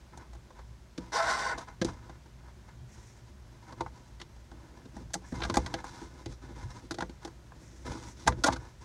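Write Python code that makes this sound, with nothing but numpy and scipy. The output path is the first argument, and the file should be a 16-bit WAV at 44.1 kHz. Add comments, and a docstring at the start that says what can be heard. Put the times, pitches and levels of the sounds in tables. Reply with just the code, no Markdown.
"""A braided cord is hauled in one rasping pull through a plastic holder on a boat's fibreglass side.
Braid ridges and catching fibres excite the holder's resonances. Fingers and cord end tap, knock and
scuff the panel; skin and sleeves rub in short strokes; slack cord hisses through the fingers.
The hull drones softly and booms under pushes and knocks. All heard close up, over faint open air."""
import sys
import numpy as np
from scipy import signal
from scipy.fft import rfft, irfft
from scipy.io import wavfile
from scipy.ndimage import uniform_filter1d

SR = 44100
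rng = np.random.default_rng(int(sys.argv[2]) if len(sys.argv) > 2 else 0)


def persist_wave(psi):
    """Save psi, clipped to +-1, as 16-bit WAV."""
    counts = np.round(np.clip(psi, -1, 1) * 32767).astype(np.int16)
    wavfile.write(sys.argv[1], SR, np.atleast_2d(counts).T)


N = 389844
TIME = np.arange(N) / SR

# blows on holder and panel: start_s, thud_db, ring_db, crack_db, contact_s, spot_hz, tilt_db_per_oct
BLOWS = [(0.174, -53, -50, -53, 0.0024, 890, 5), (0.332, -68, -55.5, -61.5, .004, 905, 3),
         (0.505, -66, -52.5, -67, 0.0024, 1020, -3), (0.586, -70, -52, -63.5, 0.0089, 980, -8),
         (0.978, -33.5, -45.5, -45.5, 0.0042, 500, -5), (1.574, -49, -40.5, -46.5, 0.017, 950, -0.5),
         (1.815, -25, -31, -36, 0.0063, 494.6, -7.5), (1.847, -26, -41, -37, 0.0028, 500, -1.5),
         (1.887, -53, -44.5, -57, 0.01, 1030, -6), (2.095, -48.5, -48, -59, 0.0044, 1140, -7),
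         (2.477, -64, -58, -72, 0.011, 1000, -3), (3.723, -49.5, -48.5, -56.5, 0.0061, 800, -4),
         (3.807, -34.5, -30, -44, 0.0024, 1010, -8), (3.862, -53, -40, -64, 0.0023, 850, -4),
         (4.199, -53, -52, -52, 0.0039, 1560, -9), (4.214, -50, -50.5, -44.5, 0.0042, 900, -11),
         (4.515, -52, -52, -61, 0.0024, 820, -7), (4.854, -46.5, -58, -62, 0.0046, 500, -9),
         (4.966, -39.5, -47, -58.5, 0.0031, 650, 11), (5.135, -49, -59, -39, 0.0024, 1600, 4),
         (5.14, -56, -37, -31.5, 0.0035, 1750, 5.5), (5.151, -38.5, -39, -64, 0.0063, 720, 2),
         (5.322, -32, -45.5, -59, .006, 500, 2), (5.403, -46, -40.5, -50, 0.0049, 1170, -8),
         (5.419, -40, -38, -37, 0.0046, 1500, -23), (5.432, -58, -37.5, -37, 0.0082, 1460, -12),
         (5.449, -45, -36, -44, 0.0051, 1550, -4), (5.498, -30.5, -32, -38, .0026, 935, -8),
         (5.541, -38, -34, -37.5, 0.0032, 1480, -1), (5.556, -57, -36, -40, 0.0023, 1470, 6),
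         (5.57, -22.5, -21, -30.5, 0.0012, 1540, 3), (5.662, -56, -40, -41, 0.0025, 1430, -6),
         (5.74, -35, -31, -34.5, 0.0012, 670, -9.5), (5.842, -47.5, -38.5, -54.5, 0.0027, 820, 15),
         (6.014, -41.5, -51, -66, 0.0079, 910, -3), (6.259, -37.5, -46, -46, 0.0026, 536, -7.5),
         (6.909, -35, -38, -39.5, 0.0019, 850, 2), (6.916, -40, -48, -45.5, 0.0046, 820, -2),
         (6.943, -41.5, -49.5, -47, 0.0034, 500, -4), (6.985, -40, -36, -46, .0026, 850, -6),
         (7.006, -48, -35, -42.5, 0.0043, 850, -8), (7.023, -35, -32.5, -47, 0.0016, 820, -3),
         (7.095, -42, -53, -54.5, .003, 500, -8), (7.249, -38.5, -42.5, -45, 0.0038, 820, -2.5),
         (7.519, -71, -50.5, -77, .004, 940, 2), (7.95, -39.5, -48, -60, .006, 500, 0),
         (8.265, -38, -37, -47, 0.006, 950, -6), (8.274, -34, -21.5, -27.5, 0.0047, 820, -1.5),
         (8.279, -31, -21, -33.5, 0.00093, 1290, 12), (8.322, -43, -41.5, -51, .002, 750, -16),
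         (8.437, -28, -22.5, -25.5, 0.0078, 1640, -1), (8.452, -38, -27.5, -33, 0.026, 950, 2.5),
         (8.482, -27.5, -20.5, -40, 0.0024, 890, -12), (8.521, -43, -41, -40, 0.014, 930, -5),
         (8.559, -48, -43, -50.5, 0.0084, 1440, -2)]
# modes of panel and holder: freq_hz, t60_s, gain_db
PANEL_MODES = [(182.5, 0.25, -12), (230, 0.022, -8.5), (264.3, 0.086, -2), (333.4, 0.085, 2),
               (429.6, 0.19, -14), (502, 0.16, -2.5), (584, 0.034, -4), (668, 0.053, 0), (820, 0.049, 2.5),
               (909, 0.085, -4.5), (1030, 0.062, -3), (1161, 0.071, -7), (1328, 0.035, -6),
               (1448, 0.057, -5), (1594, 0.033, 1.5), (2000, 0.016, -21), (1996, 0.069, -5.5)]
# high modes of the holder's edge: freq_hz, width_hz, gain_db
EDGE_MODES = [(3560, 40, -0.5), (4000, 69, 0.5), (4530, 88, -1), (4980, 170, -1.5), (5370, 22, 7),
              (5775, 45, 4.5), (6320, 130, -5.5)]


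def undb(db):
    """Decibels to gain."""
    return 10 ** (np.asarray(db) / 20)


def unit(x):
    """Scale to rms 1."""
    return x / np.sqrt(np.mean(x ** 2) + 1e-20)


def band(x, lo_hz, hi_hz, order=3):
    """Causal band-pass."""
    return signal.sosfilt(signal.butter(order, [lo_hz, hi_hz], "band", fs=SR, output="sos"), x)


def colour(x, spectrum):
    """Shape x by (freq_hz, gain_db) points; roll off below the first."""
    hz, db = np.transpose(spectrum)
    bin_hz = np.maximum(np.arange(len(x) // 2 + 1) * SR / len(x), 1)
    gain = undb(np.interp(np.log(bin_hz), np.log(hz), db)) * np.minimum(bin_hz / hz[0], 1) ** 2
    return irfft(rfft(x) * gain, len(x))


def resonate(x, modes):
    """Parallel resonators: freq_hz, width_hz, gain_db."""
    return sum(undb(db) * signal.lfilter(*signal.iirpeak(hz, hz / width_hz, fs=SR), x)
               for hz, width_hz, db in modes)


def wander(rate_hz):
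    """Smooth random drift, rms 1."""
    hold = int(SR / rate_hz)
    steps = np.repeat(rng.standard_normal(N // hold + 1), hold)
    return unit(uniform_filter1d(uniform_filter1d(steps, hold), hold)[:N])


def slips(rate_hz, spread_db):
    """Stick-slip impulses of random time, sign and size."""
    impulses = (rng.random(N) < rate_hz / SR) * np.sign(rng.standard_normal(N))
    return impulses * undb(spread_db * np.clip(rng.standard_normal(N), -2, 2))


def press(start_s, length_s, attack_s=0.019, release_s=0.028, sag_db_per_s=1):
    """Envelope of one hand push: attack, sagging hold, exponential release."""
    t = np.arange(int((length_s + 0.25) * SR)) / SR
    hold = np.minimum(t / attack_s, 1) * undb(-sag_db_per_s * t)
    release = np.exp(-np.maximum(t - length_s, 0) / release_s)
    return np.interp(TIME, start_s + t, hold * release, left=0, right=0)


def air(level_db=-59.5, waver_db=0.34):
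    """Faint open-air noise."""
    # background spectrum: freq_hz, density_db
    spectrum = [(130, 5), (240, -0.5), (300, -11.5), (360, -0.5), (450, -13), (600, -7), (760, -11),
                (1000, -11), (1200, -14), (1550, -13.5), (2600, -19), (6300, -21.5), (9000, -28.5),
                (16000, -38.5)]
    return undb(level_db + waver_db * wander(6.9)) * unit(colour(rng.standard_normal(N), spectrum))


def hull(rumble_gain, drone_db=-52, thud_coupling_db=-19, boom_t60_s=0.59):
    """The hull drones, and booms when rubbed, knocked or leant on."""
    # hull resonances: freq_hz, width_hz, gain_db
    drone_modes = [(59.8, 9.4, 2.5), (110.6, 7.4, -4.5), (90, 23, -18)]
    boom_modes = [(61.8, 14.7, 2.5), (92, 14, -10.5), (115.6, 11.3, -2)]
    # weight leant on the hull: start_s, length_s, level_db
    leans = [(2.802, .04, -46.5), (3.806, .05, -45.5), (5.017, 0.057, -45.5), (5.31, 0.29, -41),
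             (5.548, 0.082, -35.5), (6.255, 0.046, -41), (6.618, 0.046, -38), (8.253, 0.032, -26.5),
             (8.332, .04, -36), (8.553, 0.033, -39.5)]
    power = rumble_gain ** 2
    for start_s, thud_db, *_ in BLOWS:
        start = int(start_s * SR)
        power[start:] += undb(thud_db + thud_coupling_db - 60 * TIME[:N - start] / boom_t60_s) ** 2
    power += sum((undb(db) * press(start_s, length_s)) ** 2 for start_s, length_s, db in leans)
    drone = unit(band(resonate(rng.standard_normal(N), drone_modes), 31.7, 151))
    boom = unit(band(resonate(rng.standard_normal(N), boom_modes), 38.5, 148))
    boom /= np.sqrt(uniform_filter1d(boom ** 2, SR // 12) + 0.017)  # flatten, so it follows the load
    return undb(drone_db) * drone + band(np.sqrt(power) * boom, 29.4, 257)


def slack_cord(uneven_db=2.5):
    """Slack cord slides through the fingers: quick start, then slowing."""
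    # soft slides: start_s, length_s, level_db
    slides = [(2.875, 0.37, -63), (5.25, 0.14, -64), (7.583, 0.37, -64), (8.052, 0.089, -56.5)]
    # silky hiss of the cord: freq_hz, gain_db
    spectrum = [(1200, -10), (1900, 3.5), (3000, -10), (4500, -9), (5700, 3), (6800, 0.5), (8500, -6.5),
                (10500, -15), (14000, -28)]
    envelope = np.zeros(N)
    for start_s, length_s, db in slides:
        corners_s = start_s + np.array([0, 0.016, length_s / 2, length_s])
        envelope += undb(db) * np.interp(TIME, corners_s, [0.013, 0.7, 0.88, 0.064])
    return envelope * undb(uneven_db * wander(75)) * unit(colour(rng.standard_normal(N), spectrum))


def hand_effort(fidget_db=(-67, -71.5, -75.5), swing_db=2):
    """Rumble, scrape and hiss gains: strokes over constant fidgeting."""
    # finger and sleeve strokes: start_s, length_s, rumble_db, scrape_db, hiss_db
    strokes = [(0.12, 0.1, -56.5, -51, -69), (0.548, 0.048, -67, -53.5, -70),
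               (0.978, 0.12, -57.5, -59, -67), (1.227, 0.3, -54.5, -46, -64), (1.526, .03, -49, -41.5, -60),
               (1.575, 0.042, -52, -46, -55), (1.669, 0.022, -54, -43, -60.5),
               (1.849, 0.043, -40.5, -42.5, -53), (1.926, 0.23, -60, -58.5, -73),
               (2.38, 0.11, -72, -63.5, -81), (2.672, 0.028, -70, -58, -75), (2.93, .1, -61, -62, -65),
               (3.61, 0.074, -69, -56, -67), (3.667, 0.047, -55, -48.5, -63),
               (3.76, 0.055, -52, -52.5, -67), (3.85, 0.15, -61.5, -63.5, -75),
               (4.516, 0.31, -57, -60.5, -74), (4.934, 0.091, -50, -58, -65),
               (5.226, 0.022, -54, -52.5, -67), (5.33, 0.34, -45, -47, -55.5),
               (5.681, 0.12, -48, -50.5, -62), (5.833, 0.24, -55.5, -50, -56.5),
               (6.087, 0.13, -58, -57, -65.5), (6.273, 0.053, -50.5, -58, -58),
               (6.412, 0.11, -50.5, -52.5, -63.5), (6.545, 0.093, -51, -47.5, -56.5),
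               (6.691, 0.083, -53, -50.5, -57.5), (6.806, 0.053, -54, -69, -65),
               (6.959, 0.083, -47.5, -63, -62), (7.213, .04, -61, -54, -63), (7.3, 0.095, -65, -71, -76),
               (7.538, 0.39, -60, -79, -73), (7.845, 0.074, -39.5, -40.5, -49),
               (7.932, 0.16, -51.5, -54, -56), (8.159, 0.12, -52.5, -62.5, -59.5),
               (8.28, 0.045, -40, -48, -75), (8.366, 0.13, -47.5, -58, -64),
               (8.483, 0.045, -38, -40, -52.5), (8.592, 0.08, -53, -51.5, -64), (8.803, .04, -56, -56, -63)]
    power = np.outer(undb(fidget_db), undb(swing_db * wander(12))) ** 2
    for start_s, length_s, *levels_db in strokes:
        power += np.outer(undb(levels_db) ** 2, press(start_s, length_s) ** 2)
    return np.sqrt(power)


def rubbing(rumble_gain, scrape_gain, hiss_gain, uneven_db=2.5):
    """Fingers slip jerkily over cord and panel; the sleeve brushes along."""
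    # resonances under sliding skin: freq_hz, width_hz, gain_db
    skin_modes = [(532, 73, -9), (850, 93, -3.5), (968, 84, 5), (1280, 57, -3.5), (1480, 103, -2),
                  (1696, 68, -3.5), (2078, 27, 3)]
    # sliding cloth: freq_hz, gain_db
    cloth_spectrum = [(1500, 6.5), (2900, -4.5), (3700, 2), (4600, -3), (6300, 1), (8000, -5.5),
                      (10000, -11), (12500, -31), (16000, -37)]
    panel_modes = [(hz, 4.3 / t60_s, db) for hz, t60_s, db in PANEL_MODES]
    jerks = undb(uneven_db * wander(55))
    rumble = unit(band(resonate(slips(700, spread_db=3.9), panel_modes), 153, 473))
    friction = unit(slips(1000, spread_db=2) * jerks)
    scrape = unit(band(resonate(friction, skin_modes), 410, 1950))
    cloth = unit(colour(friction + np.sqrt(jerks) * rng.standard_normal(N), cloth_spectrum))
    hiss = unit(cloth + undb(-6) * unit(resonate(friction, EDGE_MODES)))
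    return undb(-1.65) * rumble_gain * rumble + undb(-2.5) * scrape_gain * scrape + hiss_gain * hiss


def decay(t, t60_s):
    """Exponential fall, 60 dB per t60_s."""
    return undb(-60 * t / t60_s)


def panel_response(t, spot_hz, spot_db=9, spot_width_oct=0.45, split_hz=470, detune=0.012):
    """Low and high panel ringing; the struck spot favours high modes near spot_hz."""
    low, high = np.zeros((2, len(t)))
    for hz, t60_s, db in PANEL_MODES:
        size, side, shift = rng.standard_normal(3)
        tone = np.sign(side) * np.sin(2 * np.pi * hz * (1 + detune * shift) * t)
        mode = undb(db + 2 * size) * decay(t, t60_s) * tone
        if hz < split_hz:
            low += mode
        else:
            high += mode * undb(spot_db * np.exp(-(np.log2(hz / spot_hz) / spot_width_oct) ** 2))
    return unit(low), unit(high)


def contact_force(t, grit, contact_s):
    """Tick plus gritty scuff; long contacts lose the tick and ease in."""
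    scuff = grit * np.abs(grit) * np.exp(-(t / contact_s) ** 4)
    scuff *= 1 - np.exp(-0.045 * t / contact_s ** 2)
    tick = (t == 0) / (1 + (contact_s / 0.0066) ** 4)
    return tick + 1.14 * scuff / np.linalg.norm(scuff)


def plastic_crack(noise, force, envelope, tilt_db_per_oct):
    """Dense high modes follow the contact's power; the edge modes ring on."""
    # dense modes of the plastic: freq_hz, gain_db
    spectrum = [(1500, -9), (2100, -3.5), (2700, -6), (3600, 1.5), (4400, 2), (5200, 0), (6300, 3),
                (7500, -4), (10000, -11), (12000, -24), (14000, -32), (16000, -30)]
    tilted = [(hz, db + tilt_db_per_oct * np.clip(np.log2(hz / 5500), -0.8, 0.4)) for hz, db in spectrum]
    power = np.maximum(signal.fftconvolve(force ** 2, envelope ** 2)[:len(force)], 0)
    crack = colour(noise, tilted) * np.sqrt(power)
    return band(1.75 * crack + 0.54 * resonate(crack, EDGE_MODES), 1330, 13600, order=4)


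def blow(thud_db, ring_db, crack_db, contact_s, spot_hz, tilt_db_per_oct=0, diffuse_db=-9):
    """One contact drives the panel's thud and ring and the plastic's crack."""
    t = TIME[:SR // 6]
    low, high = panel_response(t, spot_hz)
    grit, crack_noise, scatter = rng.standard_normal((3, len(t)))
    force = contact_force(t, grit, contact_s)
    envelope = decay(t, 0.033) + undb(-23) * decay(t, 0.14)  # faint tail off the cockpit walls
    low += undb(diffuse_db) * unit(band(scatter * envelope, 151, 351))
    high += undb(diffuse_db) * unit(band(scatter * envelope, 325, 2400))
    thud = signal.fftconvolve(force, band(low, 137, 514, order=2))[:len(t)]
    ring = signal.fftconvolve(force, band(high, 500, 1970))[:len(t)]
    crack = plastic_crack(crack_noise, force, envelope, tilt_db_per_oct)
    attack = int((contact_s + 0.012) * SR)  # levels hold over this span
    parts = (thud, thud_db), (ring, ring_db), (crack, crack_db)
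    return sum(undb(db) * part / np.std(part[:attack]) for part, db in parts)


def stray_ticks(count=14):
    """Faint random touches of fingertips and cord end."""
    out = np.zeros(N + SR)
    for when, size in rng.random((count, 2)):
        sound = blow(thud_db=-64, ring_db=-63, crack_db=-72, contact_s=0.0049, spot_hz=940)
        start = int(when * N)
        out[start:start + len(sound)] += undb(20 * size - 5) * sound
    return out[:N]


def knocks():
    """Fingers and cord end tap, knock and scuff holder and panel."""
    out = np.zeros(N + SR)
    for start_s, thud_db, ring_db, crack_db, *contact in BLOWS:
        sound = blow(thud_db - 2.5, ring_db - 1.5, crack_db - 2.5, *contact)
        start = int(start_s * SR)
        out[start:start + len(sound)] += sound
    return out[:N]


def ridge_rate_hz(start_s, stop_s, start_hz=260, peak_hz=671.5, end_hz=421, rise_s=0.075):
    """Braid ridges passing the edge: the arm speeds up, then slows as it runs out of reach."""
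    rise = np.clip((TIME - start_s) / rise_s, 0, 1)
    spent = np.clip((TIME - start_s - rise_s) / (stop_s - start_s - rise_s), 0, 1)
    return start_hz + (peak_hz - start_hz) * rise - (peak_hz - end_hz) * spent ** 1.8


def cord_pull(start_s=1.119, stop_s=1.55, jitter=0.0306, ridge_db=-9.5):
    """Braid runs over the holder's edge: ridges beat at pulling speed, fibres catch between them."""
    # loudness as the cord bears on the edge: time_s, rasp_db, hiss_db
    levels = [(1.125, -38, -45.5), (1.155, -31, -35.5), (1.209, -27.5, -41.5), (1.261, -32, -43),
              (1.297, -26.5, -36.5), (1.347, -32.5, -41), (1.505, -33.5, -45), (1.535, -34, -51),
              (1.545, -45, -62)]
    # holder resonances under the sliding cord: freq_hz, width_hz, gain_db
    holder_modes = [(685, 54, -2.5), (829, 33, 1), (950, 35, -0.5), (1046, 55, 3), (1354, 41, -3),
                    (1493, 63, 5), (1730, 97, -9), (1880, 50, -6), (2055, 27, 0.5)]
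    # narrow high holder resonances: freq_hz, width_hz, gain_db
    squeak_modes = [(3570, 38, -0.5), (3917, 48, 1.5), (4376, 51, -1.5), (4580, 70, 2), (5099, 80, -2),
                    (5428, 44, 4), (5700, 72, -1), (5970, 69, 2), (7200, 66, -6), (8460, 110, -7.5)]
    # fibres hissing over the edge: freq_hz, gain_db
    fibre_spectrum = [(200, -5), (450, -2), (1000, -5), (2100, -24), (2700, -10), (3700, 1), (4500, -5),
                      (5900, -7.5), (7000, -6), (9000, -10), (12000, -30), (16000, -51)]
    cycles = np.cumsum(ridge_rate_hz(start_s, stop_s) * (1 + jitter * wander(200))) / SR
    ridge_pulses = np.exp(-(cycles % 1) / 0.3) * undb(3 * wander(60))
    ridges = unit(band(ridge_pulses, 330, 1500))
    catches = slips(6000, spread_db=2.6) * (1 + 0.5 * np.cos(2 * np.pi * cycles))
    body = unit(band(resonate(unit(catches) + 0.17 * ridges, holder_modes), 457, 1940, order=4))
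    fibres = unit(colour(catches, fibre_spectrum)) * undb(0.58 * wander(70))
    # each mode flares on its own as the cord shifts
    flares = sum(resonate(catches, [mode]) * undb(3.5 * wander(25)) for mode in squeak_modes)
    squeak = unit(band(flares, 3000, 9500))
    time_s, rasp_db, hiss_db = np.transpose(levels)
    rasp = undb(np.interp(TIME, time_s, rasp_db)) * (body + undb(ridge_db) * ridges)
    hiss = undb(np.interp(TIME, time_s, hiss_db) - 2) * (0.98 * fibres + 0.8 * squeak)
    gate = np.clip((TIME - start_s) / 0.004, 0, 1) * np.clip((stop_s - TIME) / 0.012, 0, 1)
    return gate * (rasp + hiss)


def scene():
    """Mono mix; the hand's strokes also drive the hull."""
    rumble_gain, scrape_gain, hiss_gain = hand_effort()
    handling = knocks() + stray_ticks() + cord_pull() + rubbing(rumble_gain, scrape_gain, hiss_gain)
    return (handling + slack_cord() + hull(rumble_gain) + air())[None]


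def record(dry, cutoff_hz=15800):
    """Steep elliptic low-pass."""
    return signal.sosfilt(signal.ellip(10, 0.2, 70, cutoff_hz, fs=SR, output="sos"), dry)


dry = scene()
out = record(dry)
persist_wave(out)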